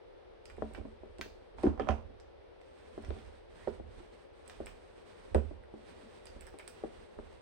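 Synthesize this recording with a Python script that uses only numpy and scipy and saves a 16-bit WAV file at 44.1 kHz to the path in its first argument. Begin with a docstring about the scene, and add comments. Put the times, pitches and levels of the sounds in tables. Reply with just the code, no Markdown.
"""Ironing a shirt

A steam iron is gripped, worked loose from its hollow plastic base and pushed to and fro over a shirt.
Plastic knocks and small clicks sound over the swish of the soleplate; the board thumps on its legs.
A small room with a steady low hush, heard from close by through two microphone ports."""
import sys
import numpy as np
from scipy import signal
from scipy.fft import rfft, irfft, next_fast_len
from scipy.io import wavfile

SR = 44100
rng = np.random.default_rng(int(sys.argv[2]) if len(sys.argv) > 2 else 0)


def digitize_waveform(pressure):
    """Quantize a signal to 16-bit integers and store it at the path in sys.argv[1].

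    Rows of a 2-D input are taken as channels; values are limited to [-1, 1].
    """
    field = np.atleast_2d(pressure).T
    bounded = np.clip(field, -1, 1)
    quanta = np.round(bounded * 32767).astype(np.int16)
    wavfile.write(sys.argv[1], SR, quanta)


N = 327079
TIME = np.arange(N) / SR
AGE = TIME[:SR * 2 // 5]   # time since an onset [s]
GIVE_S = 0.0054   # delay from a blow to the board's thump

# iron on its base: (time [s], body [dB], pitch [Hz], t60 [s], crack [dB], crack top [Hz],
# pan L-R [dB], settling [dB re body], board thump [dB])
KNOCKS = [(.622, -39.5, 430, .03, -32.5, 1050, 0, -11, -40.5),
          (.777, -49, 340, 0.033, -53, 1000, -4, 0, -39),
          (1.584, -51.5, 890, 0.046, -51, 6000, -5, -14, -35),
          (1.635, -36.5, 590, 0.034, -38.5, 1900, -0.5, -14, -51),
          (1.666, -38.5, 470, 0.072, -33.5, 1900, -1, -9, -23),
          (1.777, -52, 645, .015, -52, 1500, -3, -11, -55),
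          (1.797, -40.5, 1280, 0.041, -32, 4140, -7.5, -20, -33),
          (1.803, -36, 440, 0.075, -43, 1200, -2, -5.5, -50),
          (1.872, -45.5, 620, 0.04, -42, 2000, -17, -9, -47),
          (1.888, -31.5, 794, 0.024, -28.5, 5000, -8, -11.5, -19.5),
          (1.893, -36.5, 222.6, 0.13, -54, 900, -2, -11, -57),
          (1.908, -43.5, 410, 0.042, -38, 5000, -8, -11, -65)]
# iron on the padded board: columns as KNOCKS
BUMPS = [(3.037, -62, 710, 0.012, -53, 1500, 3, -13, -42), (3.077, -57, 390, .03, -57, 1200, -3, 0, -28.5),
         (3.105, -43, 423, 0.043, -39, 990, 0, -6.5, -53),
         (3.674, -34, 507, 0.041, -36.5, 1300, -8, -3, -46),
         (3.798, -50, 344, 0.025, -48, 1100, 4, -2.5, -37), (4.603, -42, 416, 0.02, -46, 900, -2, -4, -42),
         (5.347, -25, 500, 0.034, -30, 4800, -3.5, -4, -16.5),
         (5.359, -36, 242, 0.015, -44, 700, 0, -17.5, -48),
         (6.837, -38.5, 454, 0.028, -41, 990, -2, -4.5, -56),
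         (7.188, -45, 357, 0.022, -43.5, 1290, 4, -11, -46)]
# modes of the hollow plastic: (frequency [Hz], level [dB], t60 [s])
SHELL_MODES = [(220.8, 0, 0.2), (285, -2, 0.21), (377, 0, 0.025), (410.6, 0, 0.078), (463, -5.5, 0.088),
               (570, -9.5, 0.054), (609.4, -12.5, 0.29), (692, -11.5, 0.24), (764.7, -9.5, 0.21),
               (975, -19.5, 0.31), (1037, -1, 0.058), (1415, -13, 0.091), (1736, -11, 0.091),
               (3185, -8.5, 0.071)]
# hand, then soleplate, over the cloth: (start [s], length [s], peak swish [dB], peak sway [dB])
STROKES = [(0.422, 0.57, -63.5, -52), (0.9, 0.68, -71.5, -59.5), (1.564, 0.11, -55.5, -70),
           (2.587, 0.48, -64.5, -84), (2.841, 0.64, -60.5, -58.5), (3.469, 0.37, -59.5, -58),
           (3.802, 0.27, -67.5, -53), (3.883, 0.43, -64.5, -81), (4.318, 0.59, -61, -69),
           (4.803, 0.78, -61.5, -66), (5.705, 0.64, -59.5, -63.5), (6.22, 0.37, -62.5, -55),
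           (6.515, 0.71, -60, -61.5), (7.172, 0.28, -62.5, -71)]


def from_db(db):
    return 10 ** (np.asarray(db) / 20)


def at_hz(points, hz):
    """Interpolate a table over log frequency."""
    table_hz, value = np.transpose(points)
    return np.interp(np.log(np.maximum(hz, 1)), np.log(table_hz), value)


def rms_one(x, first_s=None):
    """Scale to rms 1, overall or over the first first_s."""
    head = x if first_s is None else x[..., :int(first_s * SR)]
    return x / np.sqrt(np.mean(head ** 2) + 1e-20)


def fade(t60_s):
    return np.exp(-np.log(1000) * AGE / t60_s)


def swell(time_s, peak_db, rise_db_per_s, fall_db_per_s):
    """Gain that climbs to a peak at time_s, then dies away."""
    drop_db = np.maximum((time_s - TIME) * rise_db_per_s, (TIME - time_s) * fall_db_per_s)
    return from_db(peak_db - np.minimum(drop_db, 200))


def panned(x, pan_db):
    """Constant-power pan; pan_db is left minus right."""
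    return x * from_db(np.array([[.5], [-.5]]) * pan_db) / np.sqrt(np.cosh(pan_db * np.log(10) / 20))


def add(track, time_s, sound):
    start = int(time_s * SR)
    track[:, start:start + sound.shape[1]] += sound[:, :N - start]


def butter(x, hz, kind):
    return signal.sosfilt(signal.butter(2, hz, kind, fs=SR, output="sos"), x)


def colour(x, spectrum):
    """Minimum-phase filter from (frequency [Hz], gain [dB]) points."""
    size = 2 * next_fast_len(x.shape[-1] // 2 + SR // 20)
    gain = from_db(at_hz(spectrum, np.arange(size // 2 + 1) * SR / size))
    cepstrum = irfft(np.log(gain))
    cepstrum[1:size // 2] *= 2
    cepstrum[size // 2 + 1:] = 0
    return irfft(rfft(x, size) * np.exp(rfft(cepstrum)))[..., :x.shape[-1]]


def noise(size, correlation):
    """Stereo white noise."""
    mid, side = rng.standard_normal((2, size))
    return np.sqrt(1 + correlation) * mid + np.sqrt(1 - correlation) * side * np.array([[1], [-1]])


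def burst(spectrum, snap_t60_s, ring_t60_s, ring_db, strike_db=16):
    """Dense high plastic modes: an impulse, a fast decay and a short ring."""
    envelope = fade(snap_t60_s) + from_db(ring_db) * fade(ring_t60_s)
    strike = from_db(strike_db) * (AGE == 0)
    return colour(noise(len(AGE), correlation=0.21) * envelope + strike, spectrum)


def background():
    """Room hush, and a low whirr that reaches the two ports in opposite phase."""
    # spectra: (frequency [Hz], density [dB])
    hush_spectrum = [(20, -5), (60, -6.5), (120, -7.5), (220, -11.5), (480, 5.5), (700, -3), (850, -2.5),
                     (1000, -6.5), (2000, -10.5), (3500, -16.5), (5000, -25.5), (7000, -40), (9000, -41.5),
                     (15000, -53.5)]
    whirr_spectrum = [(200, -24.5), (300, -14), (365, 6.5), (490, -1), (560, 2), (700, -30), (1200, -50)]
    hush = from_db(-59) * rms_one(colour(noise(N, correlation=0.019), hush_spectrum))
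    whirr = from_db(-58.5) * rms_one(colour(noise(N, correlation=-0.94), whirr_spectrum))
    return panned(hush, pan_db=2) + panned(whirr, pan_db=4.5)


def speed(start_s, length_s):
    """Stroke speed, 0-1: a half sine from rest to rest."""
    return np.maximum(np.sin(np.pi * np.clip((TIME - start_s) / length_s, 0, 1)), 0)


def sway():
    """The board rumbles under leaning hands, strokes and thumps; their powers add."""
    # (frequency [Hz], density [dB])
    spectrum = [(15, -48.5), (26, -20), (37, 5.5), (52, -1.5), (76, 3), (100, -8), (140, -23), (220, -15.5),
                (400, -27.5), (1000, -73.5)]
    idle_power = from_db(-65) ** 2
    stroke_power = sum((from_db(db) * speed(start_s, length_s)) ** 2
                       for start_s, length_s, _, db in STROKES)
    thump_power = sum(swell(time_s + GIVE_S, 0.52 * db - 29.5, rise_db_per_s=320, fall_db_per_s=61) ** 2
                      for time_s, *_, db in KNOCKS + BUMPS)
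    rumble = rms_one(colour(noise(N, correlation=0.54), spectrum))
    return panned(np.sqrt(idle_power + stroke_power + thump_power) * rumble, pan_db=-14)


def friction(spectrum, catches_per_s, grain_db, flutter_db):
    """A rub that flutters as the contact changes, with tiny scattered catches."""
    catches = (rng.random(N) < catches_per_s / SR) * rng.exponential(1, N) * rng.standard_normal((2, N))
    knots_s = np.arange(0, TIME[-1], .03)
    flutter = from_db(flutter_db * np.interp(TIME, knots_s, rng.standard_normal(len(knots_s))))
    rub = noise(N, correlation=0.12) + from_db(grain_db) * rms_one(catches)
    return rms_one(colour(flutter * rub, spectrum))


def swish():
    """Cloth friction follows sliding speed; the soleplate glides a little through the turns."""
    # (frequency [Hz], density [dB])
    spectrum = [(120, -1.5), (250, 5.5), (450, -8), (1000, 0), (2000, -2.5), (4000, -10), (6500, -21.5),
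                (8500, -19), (11000, -31.5), (15000, -32.5)]
    resting = from_db(-92)
    glide = from_db(-77) * speed(start_s=2.5, length_s=5.7)
    strokes = sum(from_db(db) * speed(start_s, length_s) ** 1.03 for start_s, length_s, db, _ in STROKES)
    rub = friction(spectrum, catches_per_s=880, grain_db=-10, flutter_db=1.87)
    return panned((resting + glide + strokes) * rub, pan_db=-2)


def click(shell_db, hz, t60_s, ring_db, snap_db):
    """One contact of a catch: a high snap, and a tick of the handle's shell ringing near hz."""
    # spectra: (frequency [Hz], density [dB])
    tick_spectrum = [(150, -31), (400, -0.5), (1000, -7), (1550, -1.5), (2300, 1), (3200, -9),
                     (4300, -10.5), (5100, -11), (6500, -17), (9000, -9.5), (15000, -15.5)]
    snap_spectrum = [(2000, -58), (6000, -27), (7700, 8), (8600, 11.5), (11000, -4), (15000, -5)]
    tick = burst(tick_spectrum, snap_t60_s=t60_s, ring_t60_s=.03, ring_db=-9)
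    ring = signal.lfilter(*signal.iirpeak(hz, Q=4, fs=SR), tick)
    shell = rms_one(tick, 0.036) + from_db(ring_db) * rms_one(ring, 0.004)
    shell = butter(shell, 1.39 * hz, "low")
    snap = burst(snap_spectrum, snap_t60_s=0.0052, ring_t60_s=0.092, ring_db=-19.5)
    return from_db(shell_db) * rms_one(shell, 0.0089) + from_db(snap_db) * rms_one(snap, 0.0033)


def handle_clicks():
    """A catch snaps free brightly, travels and hits its stop, which is nearly all shell."""
    # (stop time [s], stop [dB], pitch [Hz], t60 [s], ring [dB re tick], travel [s], release snap [dB])
    catches = [(.456, -57, 4640, 0.011, 6, 0.00082, -62), (.499, -52, 2200, 0.042, -16, 0, -67),
               (.569, -63, 1900, 0.015, -6, 0.0016, -76), (0.748, -46, 2210, 0.047, -15, .012, -63.5),
               (1.185, -60.5, 4430, .0087, -3, 0, -68.5), (1.633, -50, 4260, 0.038, -16, .004, -63),
               (1.889, -41.5, 2020, .0084, -11, 0, -81), (2.2, -63.5, 5400, .0025, 6, 0, -76),
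               (2.615, -63.5, 3470, .006, -9, 0.006, -83), (3.048, -52.5, 2010, 0.009, -6, 0, -76),
               (3.049, -61.5, 5240, 0.0038, 4.5, 0.025, -71), (3.105, -55.5, 3380, 0.0081, 10, 0.015, -74),
               (3.187, -62, 3000, .006, -1, 0.0052, -80), (4.498, -50, 4250, 0.0036, -2, .02, -57),
               (4.669, -45.5, 1750, 0.0022, -15.5, .009, -53), (5.347, -41, 1460, 0.0037, -6, 0.0012, -54),
               (5.637, -61.5, 1430, 0.01, 3, 0.0022, -78.5), (6.269, -53, 4600, 0.016, -8, .013, -57),
               (6.42, -55.5, 2080, 0.041, -6, .011, -55), (6.474, -56, 1440, 0.027, 7, .006, -55.5),
               (6.595, -47, 2060, 0.074, -3, .008, -54.5), (6.681, -64, 4600, .019, 4.5, 0.0034, -48)]
    out = np.zeros((2, N))
    for stop_s, *_, travel_s, db in catches:
        release = click(shell_db=db - 3, hz=4600, t60_s=0.015, ring_db=-3.5, snap_db=db)
        add(out, stop_s - travel_s, panned(release, pan_db=-6))
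    for stop_s, db, hz, t60_s, ring_db, _, _ in catches:
        stop = click(db, hz, t60_s, ring_db, snap_db=db - 44)
        add(out, stop_s, panned(stop, pan_db=-2))
    return out


def blows(contacts, modes, modes_db, reach_octaves, spread_rad):
    """Each blow: a few damped cycles at its own pitch, the body's nearby modes and a crack."""
    # (frequency [Hz], density [dB])
    crack_spectrum = [(200, -7), (600, 15), (900, 6), (1400, 2), (2000, -3.5), (3200, -17.5), (5000, -17.5),
                      (8500, -31), (15000, -34)]
    out = np.zeros((2, N))
    mode_hz, mode_db, mode_t60_s = np.transpose(modes)
    rings = np.exp(2j * np.pi * mode_hz[:, None] * AGE) * fade(mode_t60_s[:, None])
    force_rise = 1 - np.exp(-AGE / 0.00063)
    for time_s, body_db, hz, t60_s, crack_db, top_hz, pan_db in contacts:
        nearness = 1 / (1 + (np.log2(mode_hz / hz) / reach_octaves) ** 2)
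        strength = nearness * from_db(mode_db + modes_db + rng.normal(0, 1.5, len(modes)))
        # neighbouring modes start in opposite phase and reach the ports with different delays
        phase = np.pi * np.arange(len(modes)) + spread_rad * rng.standard_normal((2, len(modes)))
        ringing = ((strength * np.exp(1j * phase)) @ rings).imag
        punch = np.sin(2 * np.pi * hz * AGE + spread_rad * np.array([[-1], [1]])) * fade(t60_s)
        body = butter(force_rise * (punch + ringing), 0.17 * hz, "high")   # small body, little bass
        crack = burst(crack_spectrum, snap_t60_s=0.0065, ring_t60_s=0.029, ring_db=-2, strike_db=9.5)
        crack = butter(crack, top_hz, "low")   # a soft contact leaves the high modes still
        sound = from_db(body_db) * rms_one(body, 0.023) + from_db(crack_db) * rms_one(crack, 0.0089)
        add(out, time_s, panned(sound, pan_db))
    return out


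def taps(crack_top_hz=824):
    """Soft dull taps, first on the plastic, later on the padded board; one contact each."""
    # (time [s], body [dB], pitch [Hz], t60 [s], pan L-R [dB])
    touches = [(0.582, -46.5, 410, 0.024, -5), (.71, -55, 405, 0.043, 3), (.812, -52.5, 320, .04, 3),
               (0.852, -46, 266, 0.043, -2), (0.884, -62, 290, 0.04, 8), (1.034, -49.5, 390, 0.027, 1),
               (1.192, -46, 356, 0.026, -5), (1.261, -53, 420, 0.025, 0), (2.101, -60.5, 268, 0.083, 0),
               (2.978, -42, 398, 0.028, 1), (3.166, -51.5, 380, 0.015, -3), (4.002, -53.5, 340, 0.08, -1),
               (5.510, -48, 330, .04, -1), (5.739, -48, 323, 0.025, -1.5), (6.363, -57, 302, 0.034, 5),
               (6.541, -50, 450, 0.024, 1)]
    contacts = [(time_s, db, hz, t60_s, db - 3, crack_top_hz, pan_db)
                for time_s, db, hz, t60_s, pan_db in touches]
    return blows(contacts, SHELL_MODES, modes_db=-16.5, reach_octaves=1, spread_rad=0.73)


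def with_settling(hits, delay_s=0.00794, pitch_ratio=0.717, settle_t60_s=0.023, settle_top_hz=800):
    """The iron's weight follows each blow with a second, lower contact."""
    first, second = [], []
    for time_s, db, hz, t60_s, crack_db, top_hz, pan_db, settle_db, _ in hits:
        first.append((time_s, db, hz, t60_s, crack_db, top_hz, pan_db))
        second.append((time_s + delay_s, db + settle_db, hz * pitch_ratio, settle_t60_s,
                       db + settle_db - 7, settle_top_hz, pan_db + 4.5))
    return first + second


def knocks():
    """The iron strikes its base and rings the hollow plastic."""
    return blows(with_settling(KNOCKS), SHELL_MODES, modes_db=-6, reach_octaves=1, spread_rad=0.83)


def thumps(hz=73, t60_s=0.22, rise_s=0.0066):
    """The board bounces on its legs after each knock and bump."""
    out = np.zeros((2, N))
    bounce = np.sin(2 * np.pi * hz * AGE) * fade(t60_s) * (1 - np.exp(-AGE / rise_s))
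    for time_s, *_, thump_db in KNOCKS + BUMPS:
        add(out, time_s + GIVE_S, from_db(thump_db) * panned(bounce, pan_db=-15))
    return out


def switch(time_s=1.2122):
    """A switch snaps over: a crack rings its housing, and close high modes shimmer away."""
    # spectra: (frequency [Hz], density [dB])
    crack_spectrum = [(800, -7.5), (1500, 4), (2300, 3), (2900, -6.5), (4400, -4.5), (5200, -12.5),
                      (9000, -23.5), (15000, -28)]
    shimmer_spectrum = [(1000, -23), (3000, -5), (4300, 9.5), (5800, -10.5), (7500, -11.5),
                        (15000, -25.5)]
    # (frequency [Hz], level [dB], t60 [s])
    housing_modes = [(1555, 12, 0.083), (2067, -9, 0.084), (2380, 3, 0.16), (2600, 0, 0.1),
                     (3630, -8, 0.21), (4160, -10, .18), (4200, -13, .3), (4390, -15, .18)]
    out = np.zeros((2, N))
    crack = burst(crack_spectrum, snap_t60_s=0.0096, ring_t60_s=0.036, ring_db=-8, strike_db=24)
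    ring = sum(from_db(db) * fade(t60_s) * np.sin(2 * np.pi * hz * AGE)
               for hz, db, t60_s in housing_modes)
    shimmer = fade(t60_s=0.46) * rms_one(colour(noise(len(AGE), correlation=0.2), shimmer_spectrum))
    snap = from_db(-35) * rms_one(crack, 0.0059) + from_db(-55) * rms_one(ring, 0.024)
    add(out, time_s, snap + from_db(-59) * shimmer)
    return out


def drag():
    """The iron scrapes out of its seat in jerks."""
    # (fastest moment [s], level [dB])
    jerks = [(1.592, -59), (1.645, -45), (1.671, -41.5), (1.805, -45), (1.891, -37)]
    # (frequency [Hz], density [dB])
    spectrum = [(100, 12), (220, 8), (450, 9.5), (1000, 5.5), (2000, -9), (4000, -22.5), (8500, -34.5),
                (15000, -39)]
    gain = sum(swell(time_s, db, rise_db_per_s=578, fall_db_per_s=165) for time_s, db in jerks)
    return panned(gain * friction(spectrum, catches_per_s=340, grain_db=-1, flutter_db=1.5), pan_db=-7.5)


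def rattles(contacts_per_s=420):
    """Loose parts chatter as the iron comes free: dying runs of tiny uneven contacts."""
    # (time [s], level [dB], t60 [s])
    runs = [(1.633, -61, 0.17), (1.665, -59, 0.038), (1.693, -49, 0.03), (1.80, -49, 0.24),
            (1.893, -50, 0.17), (1.908, -50, .06)]
    # (frequency [Hz], density [dB])
    spectrum = [(400, -42), (1050, 6.5), (1800, -6), (2200, 0), (3300, -2), (4000, -18), (15000, -46)]
    out = np.zeros((2, N))
    for time_s, db, t60_s in runs:
        contacts = (rng.random(len(AGE)) < contacts_per_s / SR) * noise(len(AGE), correlation=0.28)
        add(out, time_s, from_db(db) * fade(t60_s) * rms_one(colour(contacts, spectrum)))
    return out


def judders(rise_s=0.0038, sag_octaves_per_s=6.5):
    """The rubber rests let go of the soleplate: each slip lasts a few cycles and sags in pitch."""
    # (time [s], level [dB], pitch [Hz], pan L-R [dB])
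    slips = [(1.6395, -17.5, 350, -1), (1.655, -17, 282, 2), (1.6688, -15.5, 289, -1.5)]
    out = np.zeros((2, N))
    envelope = (AGE / rise_s * np.exp(1 - AGE / rise_s)) ** 2
    for time_s, db, hz, pan_db in slips:
        cycles = np.cumsum(hz * 2 ** (-sag_octaves_per_s * AGE)) / SR
        add(out, time_s, panned(from_db(db) * envelope * np.sin(2 * np.pi * cycles), pan_db))
    return out


def bumps():
    """The iron rings the board's padded top as it lands or a stroke turns."""
    # (frequency [Hz], level [dB], t60 [s])
    board_modes = [(240.6, -0.5, 0.086), (330, -5, 0.036), (399.6, 4, 0.081), (473, 0, .13),
                   (547, -4, 0.18), (621, -6.5, 0.11), (706, -11.5, 0.16), (960, -22, .07), (1150, -3, .06),
                   (1447, -1, 0.072)]
    return blows(with_settling(BUMPS), board_modes, modes_db=-17, reach_octaves=0.92, spread_rad=0.75)


def rasps():
    """Dragged cloth and cord slip unevenly: a narrow noise band gliding in pitch."""
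    # (start [s], length [s], from [Hz], to [Hz], spread [Hz], level [dB])
    slips = [(3.546, 0.15, 1597, 2100, 150, -63.5), (5.98, .13, 319.4, 184, 24.8, -59.5)]
    out = np.zeros((2, N))
    for start_s, length_s, from_hz, to_hz, spread_hz, db in slips:
        progress = np.clip(AGE / length_s, 0, 1)
        cycles = np.cumsum(from_hz + (to_hz - from_hz) * progress) / SR
        uneven = butter(noise(len(AGE), correlation=0.6), spread_hz, "low")
        band = rms_one(uneven * np.sin(2 * np.pi * cycles))
        add(out, start_s, from_db(db) * np.sin(np.pi * progress) * band)
    return panned(out, pan_db=-2)


def room(x, wet_db, first_echo_s=0.0016):
    """Add a short diffuse tail that builds up after the first wall echo."""
    # (frequency [Hz], t60 [s])
    decay_times = [(100, 0.27), (400, 0.24), (2000, 0.23), (6000, 0.29), (15000, 0.27)]
    white = rng.standard_normal((2, len(AGE)))
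    edges_hz = np.geomspace(140, 17000, 8)
    tail = sum(butter(white, [low, high], "band") * fade(at_hz(decay_times, np.sqrt(low * high)))
               for low, high in zip(edges_hz, edges_hz[1:]))
    build_up = np.clip(AGE / first_echo_s - 1, 0, 1)
    tail = rms_one(tail * build_up) / np.sqrt(len(AGE))
    return x + from_db(wet_db) * signal.fftconvolve(x, tail, axes=1)[:, :N]


def scene():
    """Knocks and clicks in the room, over dry rubbing, thumps and the background."""
    knocks_and_taps = knocks() + taps()
    board = bumps()
    motion = swish() + drag() + sway()
    hits = room(knocks_and_taps + rattles(), wet_db=-6.5) + room(board, wet_db=-5)
    hits += room(handle_clicks(), wet_db=1) + room(switch(), wet_db=-1.5) + room(judders(), wet_db=-4.5)
    return hits + thumps() + motion + rasps() + background()


def record(dry):
    """The microphone ports colour the treble; the deepest bass and the top are cut."""
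    # port response: (frequency [Hz], left [dB], right [dB])
    ports = [(736, 0.5, 0.5), (1265, -3, -2), (2550, -5.5, -1.5), (6050, -3, 2), (7470, -6.5, -0.5),
             (8080, -7, 6), (8780, 1, 8), (9430, 7.5, -1), (9420, -4, -20), (12900, -9, -12.5),
             (14200, -1, -2.5), (15260, -3, -3)]
    hz, left_db, right_db = np.transpose(ports)
    heard = np.array([colour(channel, np.column_stack([hz, db]))
                      for channel, db in zip(dry, (left_db, right_db))])
    heard = butter(heard, hz=27, kind="high")
    top_hz = 15900
    return signal.sosfilt(signal.ellip(10, .3, 80, top_hz, fs=SR, output="sos"), heard)


dry = scene()
out = record(dry)
digitize_waveform(out)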